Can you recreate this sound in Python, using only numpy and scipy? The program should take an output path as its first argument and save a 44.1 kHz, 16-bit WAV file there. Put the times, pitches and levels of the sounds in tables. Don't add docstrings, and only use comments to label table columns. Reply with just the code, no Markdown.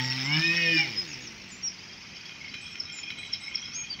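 import sys
import numpy as np
from scipy import signal
from scipy.io import wavfile
from scipy.ndimage import uniform_filter1d

SR = 44100
rng = np.random.default_rng(int(sys.argv[2]) if len(sys.argv) > 2 else 0)


def dump_mix(stems):
    frames = np.atleast_2d(stems).T
    limited = np.clip(frames, -1, 1)
    pcm = np.round(limited * 32767).astype(np.int16)
    wavfile.write(sys.argv[1], SR, pcm)


def amplitude_ratio(level_db):
    exponent = np.asarray(level_db, float) / 20
    return 10 ** exponent


N = 176400


def evened(x):
    return x / np.sqrt(np.mean(x ** 2) + 1e-20)


def add(mix, start_s, sound):
    part = mix[round(start_s * SR):][:len(sound)]
    part += sound[:len(part)]


def sine(turns):
    return np.sqrt(2) * np.cos(2 * np.pi * turns)


def drift(rate_hz):
    knots = uniform_filter1d(rng.standard_normal(int(N / SR * rate_hz * 4) + 8), size=4)
    return np.interp(np.arange(N) / SR * rate_hz * 4, np.arange(len(knots)), evened(knots))


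def hiss(colour, patchy_db, band=(0, 22050)):
    hz = np.fft.rfftfreq(1024, 1 / SR)
    points_hz, points_db = np.transpose(colour)
    colour_db = np.interp(np.log(hz + 1), np.log(points_hz + 1), points_db)
    real, imaginary, patches = rng.standard_normal((N // 256 + 5, 513, 3)).T
    patches = uniform_filter1d(patches, size=9, axis=0)
    patches = evened(uniform_filter1d(patches, size=4, axis=1))
    spectrum = (real + 1j * imaginary) * amplitude_ratio(colour_db[:, None] + patchy_db * patches)
    inside = (hz >= band[0]) & (hz <= band[1])
    share = (abs(spectrum[inside]) ** 2).sum() / (abs(spectrum) ** 2).sum()
    noise = signal.istft(spectrum, nperseg=1024, noverlap=768)[1][:N]
    return evened(noise) / np.sqrt(share)


# (time [s], firing rate [Hz], firing tone level [dB], its octave level [dB],
# 11th order level [dB], fan-fin whine level [dB], chain in wood level [dB], other overtones level [dB])
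SAW_RUN = [(0, 126, -35, -39, -72.5, -38.5, -44, -33),
           (.235, 132.9, -39.5, -41.5, -60, -45.5, -43.5, -39.5),
           (0.312, 147.5, -33, -42.5, -46, -28, -45.5, -33),
           (0.39, 158, -26.5, -38, -39.5, -42.5, -40, -32.5),
           (0.449, 166, -39, -34, -30, -27, -43.5, -49.5),
           (0.582, 169.4, -36.5, -45.5, -32, -31.5, -43.5, -26.5),
           (0.698, 165, -35.5, -41.5, -31.5, -27, -44.5, -23),
           (0.766, 160.8, -36.5, -26.5, -37, -29.5, -41, -26.5),
           (0.811, 157.3, -36, -56, -75, -23, -42.5, -28),
           (0.843, 142, -47.5, -53, -59, -33.5, -47.5, -35.5),
           (0.929, 106.3, -50, -50, -90, -78, -48.5, -38.5), (1.158, 65, -71, -53, -82, -91, -53, -41),
           (1.499, 46, -79, -71, -78.5, -90, -60, -49)]


def saw():
    t = np.arange(N) / SR
    time_s, *columns = np.transpose(SAW_RUN)
    run = [np.interp(t, time_s, column) for column in columns]
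    hz, first_db, second_db, eleventh_db, fan_db, chain_db, overtones_db = run
    fade_db = -15 * np.maximum(t - time_s[-1], 0)
    jitter = 0.00373
    turns = np.cumsum(hz * (1 + jitter * drift(30.67))) / SR
    effort = (hz / hz.max()) ** 2
    tones = firing_tones(turns, {1: first_db, 2: second_db, 11: eleventh_db, 15: fan_db}, fade_db)
    overtones = exhaust(turns, hz, effort, overtones_db + fade_db / 3)
    chain = amplitude_ratio(chain_db + fade_db) * chain_in_wood(turns, effort)
    return tones + overtones + coasting(t, turns, fade_db) + pipe_ring(t) + chain


def firing_tones(turns, order_db, fade_db):
    flutter_db = 2
    out = np.zeros(N)
    for order, level_db in order_db.items():
        flutter = flutter_db * drift(45.05) if order > 2 else 0
        out += amplitude_ratio(level_db + fade_db + flutter) * sine(order * turns + rng.random())
    return out


# (centre [Hz], half width at half amplitude [Hz], gain [dB])
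MUFFLER_PASS = [(346, 66, -20), (501.7, 13, -21.5), (896, 19.4, -22.5), (2110, 280, -21), (2892, 71, -11.5)]


def exhaust(turns, hz, effort, throttle_db):
    waver_db = 7.5
    growl_hz, growl_width_hz, growl_db = 1030, 320, -16.5
    full_surge = 47
    speeding_up = uniform_filter1d(np.gradient(hz) * SR, size=2000)
    surge = np.clip(speeding_up / full_surge, 0, 1) ** 2
    out = np.zeros(N)
    for order in range(3, 22):
        if order in (11, 15):
            continue
        pipe = amplitude_ratio(-41)
        for centre_hz, width_hz, gain_db in MUFFLER_PASS:
            pipe = pipe + amplitude_ratio(gain_db) / (1 + ((order * hz - centre_hz) / width_hz) ** 4)
        pipe += surge * amplitude_ratio(growl_db) / (1 + ((order * hz - growl_hz) / growl_width_hz) ** 4)
        waver = amplitude_ratio(waver_db * drift(9.14) * effort)
        out += amplitude_ratio(throttle_db) * pipe * waver * sine(order * turns + rng.random())
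    return out


def coasting(t, turns, fade_db):
    start_s, start_db, slope_db_per_s = 0.96, -55, -4
    level = (t > start_s) * amplitude_ratio(start_db + slope_db_per_s * (t - start_s) + fade_db)
    return uniform_filter1d(level, size=4000) * sine(4 * turns)


def pipe_ring(t):
    centre_s, half_length_s, ring_hz, peak_db = 0.81, 0.028, 818, -39
    swell = np.exp(-((t - centre_s) / half_length_s) ** 2)
    return amplitude_ratio(peak_db) * swell * np.sin(2 * np.pi * ring_hz * t)


# (frequency [Hz], relative density [dB])
CHAIN_COLOUR = [(120, -42), (200, -8.5), (472, -27), (655, -15), (1090, -19.5), (2230, -2), (4220, -11.5),
                (5350, -4), (7850, -35.5), (14000, -42.5), (15600, -27)]


def chain_in_wood(turns, effort):
    puff = evened(1 + 0.5 * np.cos(2 * np.pi * turns))
    noise = hiss(CHAIN_COLOUR, patchy_db=3.5, band=(3300, 4800))
    return puff * (noise + effort * ringing_bands())


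# (centre [Hz], width [Hz], level against the chain noise [dB])
RINGING_BANDS = [(3035, 190, 0.5), (3720, 50, -2), (4750, 120, -5), (5310, 103, 9.5)]


def ringing_bands():
    patchy_db = 4
    return sum(wandering_band(hz, width_hz) * amplitude_ratio(level_db + patchy_db * drift(20))
               for hz, width_hz, level_db in RINGING_BANDS)


def wandering_band(hz, width_hz):
    wander = 0.015
    b, a = signal.butter(2, width_hz / SR)
    angle = 2 * np.pi * np.cumsum(hz * (1 + wander * drift(9))) / SR
    i, q = signal.lfilter(b, a, rng.standard_normal((2, N)))
    return evened(i * np.cos(angle) + q * np.sin(angle))


# (start [s], length [s], level [dB], song shape)
BIRD_NOTES = [(0.01, 0.074, -51, "see"), (0.229, 0.052, -50, "see"), (0.442, 0.084, -57, "see"),
              (0.942, 0.1, -29, "flat"), (1.073, 0.086, -47.5, "hook"), (1.207, 0.0893, -49.5, "hook"),
              (1.487, 0.12, -52.5, "dip"), (1.623, 0.0814, -34.5, "bend"), (2.598, .15, -57.5, "arch"),
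              (2.784, 0.051, -29.5, "chip"), (2.918, 0.096, -48, "sag"), (3.174, .115, -54.5, "arch"),
              (3.321, 0.038, -23.5, "chip"), (3.393, 0.12, -56.5, "arch"), (3.543, 0.035, -22.5, "chip"),
              (3.569, 0.14, -39.5, "warble"), (3.72, 0.056, -46.5, "trill"), (3.721, 0.13, -37, "rise"),
              (3.888, 0.061, -30, "low")]


def birds():
    out = trill()
    for start_s, length_s, level_db, shape in BIRD_NOTES:
        sound = note(shape, length_s, level_db)
        if shape == "warble":
            sound = sound * drift(160)[:len(sound)]
        add(out, start_s, sound)
    return out


def trill():
    start_s, step_s, length_s, count = 1.729, 0.0471, 0.023, 17
    first_db, sag = -47, 0.03
    out = np.zeros(N)
    for k in range(count):
        level_chance, pitch_chance = rng.standard_normal(2)
        level_db = first_db - k / 4 + 2 * level_chance
        pitch = 1 - sag * (k / count + pitch_chance / 2)
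        add(out, start_s + k * step_s, note("trill", length_s, level_db, pitch))
    return out


# (share of the note's length, pitch [Hz], level against the note's own [dB])
SONG_SHAPES = dict( see=[(0, 7705, -27), (.4, 7414, -2), (1, 7280, -8)], flat=[(0, 5120, -32),
               (.4, 5105, 2.5), (1, 5060, -13)], hook=[(0, 6400, -5), (.16, 6760, -2), (.58, 6410, -2),
               (.82, 5310, 12), (1, 4110, -21)], dip=[(0, 7500, -3), (.1, 8130, -17), (.28, 6936, 7.5),
               (1, 7510, -17)], bend=[(0, 5456, -18), (.18, 5605, 3), (.6, 5684, 4.5), (.76, 5220, 6.5),
               (1, 4105, -53.5)], trill=[(0, 4250, -12), (.75, 5000, 2), (1, 5200, -6)],
               warble=[(0, 5280, 4), (.35, 5890, -7), (.55, 5100, -4), (1, 5360, -10)],
               arch=[(0, 6900, -29), (.12, 7940, 2.5), (.55, 8370, -17), (.87, 7700, -6), (1, 6910, -21)],
               chip=[(0, 5893, -28), (.28, 5510, -10), (.42, 5290, 3.5), (.56, 4900, -19), (1, 3900, -33)],
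               sag=[(0, 6790, -59), (.08, 7340, -3), (.92, 6900, 5), (1, 6790, -23.5)],
               rise=[(0, 5370, -16), (.28, 6520, 3), (.8, 6540, -1), (1, 6340, -17)], low=[(0, 4870, -36),
               (.3, 4705, -1.5), (1, 4450, -13.5)])


def note(shape, length_s, level_db, pitch=1):
    place = np.arange(0, length_s, 1 / SR) / length_s
    at, hz, shape_db = np.transpose(SONG_SHAPES[shape])
    glide_hz = pitch * uniform_filter1d(np.interp(place, at, hz), size=len(place) // 12 + 1)
    edge = np.clip(np.minimum(place, 1 - place) * 30, 0, 1)
    level = edge * amplitude_ratio(level_db + np.interp(place, at, shape_db))
    return np.sqrt(2) * level * np.sin(2 * np.pi * np.cumsum(glide_hz) / SR)


# (frequency [Hz], level [dB], t60 [s])
METAL_MODES = [(1428, -6.5, 0.048), (2169, 6, 0.05), (2457, 1.5, 0.17), (3093, 2.5, 0.1), (3265, 2.5, 0.1),
               (3920, -4.5, 0.12), (5344, 3.5, 0.085), (11520, -32, 0.078)]
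# (time [s], rattle level [dB])
SHAKING = [(1.7, -56.5), (2.05, -52), (2.5, -44), (3, -41.5), (3.5, -41), (4, -46)]
# (time [s], strength [dB])
METAL_KNOCKS = [(2.168, -49), (2.2927, -45.5), (2.4049, -48), (2.54, -35.5), (2.7533, -40), (2.9856, -42),
                (3.1025, -34), (3.3427, -41), (3.545, -43), (3.679, -45)]


def rattle():
    ticks_per_s, tick_spread_db, mode_spread_db, burst_db = 450, 3.5, 6.5, 4.5
    rise_s, crack_db, crack_decay_s = 0.002, -5, 0.016
    detune = 0.014
    t, ring_t = np.arange(N) / SR, np.arange(8000) / SR
    at = np.flatnonzero(rng.random(N) < ticks_per_s / SR)
    size_db = tick_spread_db * np.minimum(rng.exponential(1, (len(at), 1)), 4)
    size_db = size_db + mode_spread_db * rng.standard_normal((len(at), len(METAL_MODES)))
    knock_db = np.array(METAL_KNOCKS)[:, 1:]
    knock_db = knock_db + 3.5 * rng.standard_normal((len(METAL_KNOCKS), len(METAL_MODES)))
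    attack = np.sin(np.pi / 2 * np.minimum(ring_t / rise_s, 1)) ** 2
    ticks, knocks = np.zeros(N), np.zeros(N)
    for k, (hz, level_db, t60) in enumerate(METAL_MODES):
        pieces_hz = hz * (1 + detune * np.arange(-1, 2)[:, None])
        rings = attack * amplitude_ratio(level_db - 60 * ring_t / t60) * np.sin(2 * np.pi * pieces_hz * ring_t)
        train = np.zeros((len(rings), N))
        train[at % len(rings), at] = amplitude_ratio(size_db[:, k] + burst_db * drift(7)[at])
        ticks += signal.oaconvolve(train, rings, axes=1)[:, :N].sum(0)
        for row, (time_s, _) in enumerate(METAL_KNOCKS):
            add(knocks, time_s, amplitude_ratio(knock_db[row, k]) * rings.mean(0))
    crack_noise = hiss(CHAIN_COLOUR, patchy_db=0.49)
    crack_shape = np.minimum(ring_t / rise_s, 1) * np.exp(-ring_t / crack_decay_s)
    for time_s, strength_db in METAL_KNOCKS:
        piece = crack_noise[round(time_s * SR) - 8000:][:8000]
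        add(knocks, time_s, amplitude_ratio(strength_db + crack_db) * crack_shape * piece)
    slow = np.sqrt(uniform_filter1d(ticks ** 2, size=8000) + 1e-12)
    shake = amplitude_ratio(np.interp(t, *np.transpose(SHAKING), left=-90))
    return shake * ticks / slow + knocks


def trees(x, t60):
    taps = np.zeros(SR)
    at = np.arange(500, SR - 20, 20)
    taps[at + rng.integers(0, 20, len(at))] = rng.choice([-1., 1.], len(at))
    taps *= amplitude_ratio(-60 * np.arange(SR) / SR / t60)
    return signal.fftconvolve(x, taps / np.linalg.norm(taps))[:N]


# (frequency [Hz], relative density [dB])
BACKGROUND_COLOUR = [(30, -41), (55, 3.5), (200, 7), (520, -8), (1700, -4), (2450, 4), (4000, -8),
                     (5500, -0.5), (6300, -6), (7800, -33.5), (15700, -37.5)]


def background_hiss():
    return amplitude_ratio(-47) * hiss(BACKGROUND_COLOUR, patchy_db=1.83)


def scene():
    engine, song = saw(), birds()
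    echoes = amplitude_ratio(-10.5) * trees(engine, t60=0.49) + amplitude_ratio(-9) * trees(song, t60=0.13)
    return (engine + song + echoes + rattle() + background_hiss())[None]


def top_cut(x):
    return signal.sosfilt(signal.butter(12, 16720, fs=SR, output="sos"), x)


def record(dry):
    low_pass = signal.firwin(1023, 15720, window=("kaiser", 9), fs=SR)
    mix = signal.oaconvolve(dry, low_pass[None], "same")
    return top_cut(mix)


dry = scene()
out = record(dry)
dump_mix(out)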